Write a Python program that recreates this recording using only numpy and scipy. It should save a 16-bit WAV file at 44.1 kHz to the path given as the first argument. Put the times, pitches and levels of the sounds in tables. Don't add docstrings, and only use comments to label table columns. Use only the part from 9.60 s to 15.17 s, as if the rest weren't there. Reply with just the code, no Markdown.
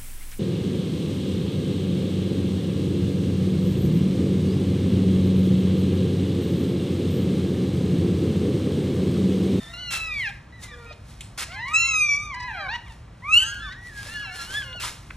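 import sys
import numpy as np
from scipy import signal
from scipy.fft import rfft, irfft, next_fast_len
from scipy.io import wavfile

SR = 44100
rng = np.random.default_rng(int(sys.argv[2]) if len(sys.argv) > 2 else 0)


def unload_audio(sound):
    columns = np.transpose(np.atleast_2d(sound))
    steps = np.round(np.clip(columns, -1, 1) * 32767)
    wavfile.write(sys.argv[1], SR, steps.astype(np.int16))


N = 245580
TIME = np.arange(N) / SR


def gain_of(db):
    return 10 ** (np.asarray(db) / 20)


def unit_rms(x):
    return x / np.sqrt(np.mean(x ** 2) + 1e-20)


def curve_at(points, hz):
    f, value = np.transpose(points)
    return np.interp(np.log(hz + 1), np.log(f + 1), value)


def add(mix, start_s, sound):
    part = mix[max(round(start_s * SR), 0):][:len(sound)]
    part += sound[:len(part)]


def coloured(x, colour):
    gain = gain_of(curve_at(colour, np.fft.rfftfreq(len(x), 1 / SR)))
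    return unit_rms(irfft(rfft(x) * gain, len(x)))


def wander(count, hz):
    size = next_fast_len(count + SR // 4)
    f = np.fft.rfftfreq(size, 1 / SR)
    return unit_rms(irfft(rfft(rng.standard_normal(size)) / (1 + (f / hz) ** 4), size))[:count]


def split_level(db, octave_over_db):
    first_db = db - 10 * np.log10(1 + gain_of(octave_over_db) ** 2)
    return first_db, first_db + octave_over_db


def vocal_folds(course, jitter, jitter_hz, wobble, shimmer_db, crack=0):
    times, *columns = np.transpose(course)
    t = np.arange(times[0], times[-1], 1 / SR)
    hz, *others = (np.interp(t, times, column) for column in columns)
    tremble = jitter * wander(len(t), jitter_hz) + wobble * wander(len(t), 36)
    phase = 2 * np.pi * np.cumsum(hz * (1 + tremble - 0.0378 * crack)) / SR
    fade = np.clip(np.minimum(t - times[0], times[-1] - t) / .006, 0, 1)
    gain = np.sqrt(2) * fade * gain_of(shimmer_db * wander(len(t), 39))
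    return hz, phase, gain, others


# freq_hz, gain_db
THROAT = [(500, -24), (1500, 15.5), (2700, 5), (3500, -3), (4200, 3.5), (5000, -3.5), (5900, -3),
          (6600, -2.5), (7300, -14.5), (8100, -10.5), (9300, -12.5), (10700, -2.5), (12500, -15),
          (14000, -9)]


def throat(hz, phase, orders, fall_db, dull_hz, flutter_db):
    k = orders[:, None]
    flutter = flutter_db * np.array([wander(len(hz), 15.0) for _ in orders])
    weight = gain_of(curve_at(THROAT, k * hz) - fall_db * np.log2(k) + flutter)
    weight /= np.sqrt((weight ** 2).sum(0))
    return (weight * np.sin(k * phase) / (1 + (k * hz / dull_hz) ** 6)).sum(0)


# time_s, half_length_s
CRACKS = [(2.748, 0.00674), (2.806, 0.00844), (2.832, 0.0089)]
# time_s, half_length_s, body_gain_db, edge_gain_db
STRAINS = [(.285, 0.035, 4, 9), (0.681, .035, 1.5, 21.5), (1.93, .035, 3.5, 20), (2.284, 0.097, 6, 5.5),
           (2.624, 0.056, 8.5, 22), (3.808, 0.021, 10, 10.5), (3.876, 0.043, 28, 28), (4.79, 0.074, 6, 3)]
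# time_s, pitch_hz, level_db, pressing (0-1)
SQUEALS = [ (1, 3, [(0, 1820, -45.5, 0.64), (.07, 1770, -44.5, 0.5), (.14, 1930, -52, 0.64),
           (.21, 2060, -46, 0.83), (.32, 1985, -48, 0.4), (.42, 1975, -49, 0.7), (.54, 1950, -47, .2),
           (.61, 1880, -51, .2)]), (3, -8.5, [(.132, 1400, -39, 0.45), (.155, 1385, -42, 0.45),
           (.21, 1490, -37, 0.55), (.28, 1420, -36.5, 0.6), (.32, 1340, -32, 0.52), (.47, 1300, -32, 0.49),
           (.6, 1100, -28, 1), (.68, 800, -32, .7), (.71, 805, -44, .1)]),
           (-3, -1.5, [(1.88, 630, -48.5, 0.26), (1.93, 735, -44.5, 0.42), (2.05, 1005, -31, 0.42),
           (2.11, 1190, -36.5, 0.33), (2.133, 1275, -29.5, 0), (2.145, 1280, -17.5, 0.65),
           (2.185, 1354, -18.5, 0.7), (2.265, 1346, -22.5, 0.65), (2.33, 1292, -24.5, 0.51),
           (2.41, 1231, -18, 0.74), (2.48, 1170, -23, 0.77), (2.55, 1143, -20.5, 0.79),
           (2.595, 1192, -39.5, 0.38), (2.65, 1226, -39, 0.22), (2.7, 1160, -36, 0.34),
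           (2.745, 1003, -34, 0.35), (2.87, 1011, -33.5, 0.36), (2.95, 765, -36, .42),
           (3.01, 615, -39, .42), (3.1, 498, -41.5, .62)]), (-11.5, -9.5, [(3.618, 915, -50, 0.36),
           (3.65, 1100, -35, 0.36), (3.705, 1258, -26, 0.22), (3.73, 1315, -15, 0.93), (3.78, 1468, -12, 1),
           (3.8, 1530, -23.5, 0.89), (3.828, 1543, -20.5, 0.63), (3.85, 1586, -36, .3),
           (3.875, 1628, -37, 0.33), (3.93, 1628, -30.5, 0.02), (3.99, 1620, -43, 0)]),
           (-1.5, -2, [(3.94, 1550, -47, 0.3), (4.05, 1772, -39, 0.41), (4.095, 1738, -40.5, 0.5),
           (4.125, 1940, -42.5, 0.38), (4.14, 2040, -47, .5)]), (-3, -4, [(4, 1610, -47, 0),
           (4.05, 1562, -40, 0), (4.1, 1480, -41, 0), (4.135, 1560, -44.5, 0.1), (4.175, 1890, -45, 0),
           (4.28, 1960, -41, 0), (4.315, 1710, -47, 0), (4.38, 1643, -40, 0), (4.45, 1620, -43, 0),
           (4.52, 1795, -44.5, 0.2), (4.58, 1691, -32.5, .1), (4.65, 1658, -38, 0.1), (4.73, 1778, -46, 0),
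           (4.82, 1667, -42, 0.26), (4.87, 1617, -56.5, .2)]), (3, -4, [(4.48, 1300, -49, .5),
           (4.54, 1408, -39.5, .5), (4.61, 1483, -42, 0.5), (4.68, 1318, -40, 0.48), (4.75, 1445, -47, .32),
           (4.81, 1364, -38.5, 0.17), (4.87, 1416, -45, 0.5)]), (-1.5, -8, [(4.86, 1410, -48, 0.53),
           (4.92, 1564, -37.5, 0.26), (4.975, 1735, -26.5, 0.47), (5.01, 1654, -31, 0.25),
           (5.05, 1437, -44.5, 0.43), (5.11, 1418, -41.5, 0.44), (5.17, 1458, -39, 0.41),
           (5.21, 1280, -37, 0.8)])]


def squeal(body_trim_db, edge_trim_db, course):
    start_s = course[0][0]
    t = np.arange(start_s, course[-1][0], 1 / SR)
    crack = sum(np.exp(-abs((t - s) / half) ** 4) for s, half in CRACKS)
    body_strain_db, edge_strain_db = sum(
        np.outer(gains, np.exp(-abs((t - s) / half) ** 4)) for s, half, *gains in STRAINS)
    peak_db = max(db for _, _, db, _ in course)
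    waver_db = 0.06 * max(-25 - peak_db, 0)
    hz, phase, gain, (db, pressing) = vocal_folds(
        course, jitter=0.0018, jitter_hz=160, wobble=0.0015, shimmer_db=1.21 + waver_db, crack=crack)

    thin_db = 25.5 * np.maximum(np.log2(hz / 1384), 0)
    first_db, octave_db = split_level(db, octave_over_db=-14.5 + 47 * pressing - thin_db)
    voice = gain_of(first_db) * np.sin(phase) + gain_of(octave_db - 1.3 * crack) * np.sin(2 * phase)

    resonance_db = 1.33 * curve_at(THROAT, 3 * hz)
    body_db = db - 15 + body_trim_db + resonance_db + body_strain_db + 2.5 * crack
    fall_db = 12.5 - body_strain_db - 3.3 * np.maximum(db + 24, 0)
    body = throat(hz, phase, np.arange(3, 5), fall_db, dull_hz=9600, flutter_db=3)

    shrill_db = 16 * (db > -28)
    edge_db = db - 28 + edge_trim_db + edge_strain_db + shrill_db + 19.6 * crack
    edge = throat(hz, phase, np.arange(5, 11), fall_db=15.5, dull_hz=13000, flutter_db=5)
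    return start_s, gain * (voice + gain_of(body_db) * body + gain_of(edge_db) * edge)


# start_s, length_s, start_hz, middle_hz, end_hz, level_db, octave_over_db, peak_position (0-1)
WHIMPERS = [(0, 0.22, 650, 684, 680, -53, 1, 0.9), (0.921, 0.092, 1920, 1978, 1820, -49, -11.5, 0.4),
            (1.029, 0.13, 2080, 1942, 1584, -45.5, -8, 0.8), (1.079, 0.18, 1168, 1194, 1160, -53, 1, 0),
            (1.11, 0.225, 497, 470.6, 467, -49.5, -11, 0.9), (1.26, 0.0706, 1273, 1246, 1216, -44, 7, 0.74),
            (1.919, 0.29, 1095, 971.4, 957, -40, 9.5, 0.42), (2.212, .14, 948, 1076, 978, -39, 9, 0.26),
            (2.739, .21, 795, 844, 746, -42.5, 11, 0.57), (2.93, .15, 795, 800, 725, -36, 3, 0.96),
            (3.078, .098, 715, 925, 958.5, -30.5, 4.5, .65), (3.258, .08, 1297, 963, 894, -50, 1, 0.73),
            (3.793, .115, 1155, 872, 1074, -45, 8, .2), (3.83, 0.27, 1230, 1452, 1063, -41, -11, 0.37),
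            (4.606, 0.073, 1460, 1106, 810, -46, 0, 0.2), (4.658, .12, 816, 731, 805, -44, 3, 0.2),
            (5.04, 0.12, 551, 517, 515, -50.5, -0.5, 0.44)]


def whimper(start_s, length_s, start_hz, middle_hz, end_hz, level_db, octave_over_db, peak_position):
    progress = np.linspace(0, 1, 25)
    bend_hz = np.polyval(np.polyfit([0, .5, 1], [start_hz, middle_hz, end_hz], 2), progress)
    off_peak = np.interp(progress, [0, np.clip(peak_position, .05, .95), 1], [1, 0, 1])
    levels_db = split_level(level_db - 5.5 * off_peak ** 2, octave_over_db)
    course = np.transpose([start_s + length_s * progress, bend_hz, *levels_db])
    hz, phase, gain, (first_db, octave_db) = vocal_folds(
        course, jitter=0.0065, jitter_hz=145, wobble=0.0056, shimmer_db=2.0)
    first, octave = gain_of(first_db), gain_of(octave_db)
    richness = np.sqrt(first * octave) * gain_of(0.5 - 5.5 * np.log2(hz / 800))
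    upper = richness * throat(hz, phase, np.arange(3, 10), fall_db=6, dull_hz=5200, flutter_db=4)
    return start_s, gain * (first * np.sin(phase) + octave * np.sin(2 * phase) + upper)


# peak_s, level_db, length_s
SCUFFS = [(0, -47, 0.76), (0.394, -41, 0.23), (.6, -45.5, 0.26), (1.037, -39, 0.09), (1.195, -59, .8),
          (1.506, -50, 0.23), (1.64, -50.5, 0.25), (1.867, -47.5, 0.26), (2.112, -49, 0.16),
          (2.96, -60.5, 1), (3.318, -55, 0.25), (3.83, -44.5, 0.42), (4.269, -49.5, 0.18),
          (4.388, -42.5, 0.19), (4.47, -39, 0.29), (4.62, -57, .5), (4.763, -38.5, 0.13),
          (4.818, -36, 0.15), (4.939, -36, 0.24), (5.293, -38.5, .21), (5.497, -55, .9)]
# freq_hz, gain_db
SCUFF_COLOUR = [(120, 3.5), (300, -6.5), (600, -5), (1200, -1), (2200, 0), (3500, -1), (5000, -1),
                (6500, -4), (8500, -4.5), (11500, -4), (12600, -8), (14000, -18)]


def carpet_scuffs(rise_share=0.41):
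    power = np.zeros(N)
    for peak_s, level_db, length_s in SCUFFS:
        off_peak = np.maximum((peak_s - TIME) / rise_share, (TIME - peak_s) / (1 - rise_share))
        power += gain_of(level_db - 17.5 * off_peak / length_s) ** 2
    snaps = (rng.random(N) < 1500 / SR) * rng.standard_normal(N)
    snaps *= gain_of(5.2 * np.minimum(rng.exponential(1, N), 5))
    return np.sqrt(power) * coloured(rng.standard_normal(N) + 0.53 * unit_rms(snaps), SCUFF_COLOUR)


# freq_hz, gain_db
ROOM_TONE_COLOUR = [(15, -36), (30, -16), (42, -2.5), (54, 3), (68, -0.5), (85, -2), (115, -1.5),
                    (170, -10.5), (260, -17), (420, -24.5), (1000, -24.5), (2300, -31.5), (10000, -49),
                    (12000, -60), (15000, -80)]


def room_tone(level_db=-43.5):
    return gain_of(level_db) * coloured(rng.standard_normal(N), ROOM_TONE_COLOUR)


# freq_hz, t60_s
ROOM_DECAY = [(200, 0.54), (1500, 0.45), (3000, 0.42), (7000, 0.48), (13000, 0.05)]


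def room_echo(x):
    count = SR // 40
    arrivals = np.zeros(SR // 2 + 40)
    arrivals[np.arange(count) * 20 + rng.integers(0, 20, count)] = rng.choice([-1., 1.], count)
    arrivals[:round(.005 * SR)] = 0
    hz, t, bands = signal.stft(arrivals, SR, nperseg=256)
    decay = gain_of(-60 * t / curve_at(ROOM_DECAY, hz)[:, None])
    tail = signal.istft(bands * decay, SR, nperseg=256)[1]
    return signal.fftconvolve(x, tail / np.linalg.norm(tail))[:N]


# start_s, end_s, level_db
GASPS = [(0.305, 0.376, -29), (1.776, 1.835, -28.5), (5.199, 5.29, -30.5)]
# freq_hz, gain_db
GASP_COLOUR = [(200, -24), (600, -14), (900, -11.5), (1400, -4), (2100, -5), (2700, -4.5), (3200, -3.5),
               (4000, -7), (5000, -6.5), (6600, -9.5), (8500, -10), (11500, -10.5), (12700, -11.5),
               (14500, -48)]


def gasp(start_s, end_s, level_db):
    length_s = end_s - start_s
    t = np.arange(0, length_s + 0.014, 1 / SR)
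    swell = np.interp(t, [0, .004, length_s / 2, length_s, t[-1]], [0.36, 0.66, 1, 0.71, 0.11])
    rattling_air = rng.standard_normal(len(t)) * gain_of(1.46 * wander(len(t), 190))
    return start_s, gain_of(level_db) * swell * coloured(rattling_air, GASP_COLOUR)


# peak_s, level_db, centre_hz, width_octaves, rise_s, t60_s
TAPS = [(.698, -38, 2370, 0.8, 0.013, 0.03), (1.044, -39.5, 5830, 1, 0.024, 0.014),
        (1.312, -43, 620, 0.22, .005, 0.062), (1.33, -45, 2920, 0.87, 0.012, 0.043),
        (1.608, -36.5, 2870, 0.48, 0.00104, 0.077), (1.608, -37, 8300, 0.47, 0.00073, 0.057),
        (1.64, -53, 8360, 0.12, 0.032, 0.22), (1.92, -39, 2500, .7, 0.0036, 0.076),
        (2.083, -41.5, 5000, 0.8, 0.0027, 0.056), (2.441, -49, 7650, 0.38, 0.025, 0.33),
        (3.162, -36, 2230, 0.91, 0.04, 0.034), (4.125, -40.5, 2500, 0.92, 0.0036, 0.074),
        (4.455, -49, 2080, 0.43, 0.0045, .05), (4.463, -44, 617, 0.13, 0.00487, 0.046),
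        (4.905, -47, 386, 0.49, .01, 0.046), (5.021, -35, 2180, 0.9, 0.0023, 0.026),
        (5.13, -37, 2960, 0.4, 0.002, 0.022), (5.15, -42.5, 620, 0.41, 0.0087, 0.086),
        (5.238, -32.5, 1130, .25, .012, 0.12), (5.509, -34, 1780, 0.75, .007, 0.018)]


def tap(peak_s, level_db, centre_hz, width_octaves, rise_s, t60_s):
    t = np.arange(SR // 4) / SR - rise_s
    f = np.fft.rfftfreq(len(t), 1 / SR)
    detuning = np.log2((f + 1) / centre_hz) / width_octaves
    ring = unit_rms(irfft(rfft(rng.standard_normal(len(t))) / (1 + detuning ** 4), len(t)))
    attack = np.minimum(1 + t / rise_s, 1)
    return peak_s - rise_s, ring * attack * gain_of(level_db - 60 * np.maximum(t, 0) / t60_s)


# freq_hz, lead_rad
PORT_PHASE = [(100, 0), (1000, -0.1), (1600, -0.98), (2580, 1.26), (3620, 0.4), (4400, 1), (4750, 2.5),
              (5250, 6.5), (5800, 7), (7900, 7.5), (12600, 9)]


def microphone(near):
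    half_turn = np.exp(.5j * curve_at(PORT_PHASE, np.fft.rfftfreq(N, 1 / SR)))
    return irfft(rfft(near) * np.array([half_turn, half_turn.conj()]), N)


def scene():
    litter = carpet_scuffs()
    for source, table in (squeal, SQUEALS), (whimper, WHIMPERS), (gasp, GASPS), (tap, TAPS):
        for row in table:
            add(litter, *source(*row))
    ports = microphone(litter + gain_of(-12.5) * room_echo(litter) + room_tone())
    air_colour = [(30, -33), (120, -8), (400, -2), (900, -2), (2000, -40), (12000, -23), (16000, -21)]
    air = coloured(rng.standard_normal(N), air_colour)
    diffuse = gain_of(-28) * room_echo(litter) + gain_of(-31) * carpet_scuffs() + gain_of(-62) * air
    return ports + np.array([diffuse, -diffuse])


def record(dry):
    lowpass = signal.firwin(511, 16000, window=("kaiser", 9), fs=SR)
    return signal.oaconvolve(dry, lowpass[None], "same")


dry = scene()
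out = record(dry)
unload_audio(out)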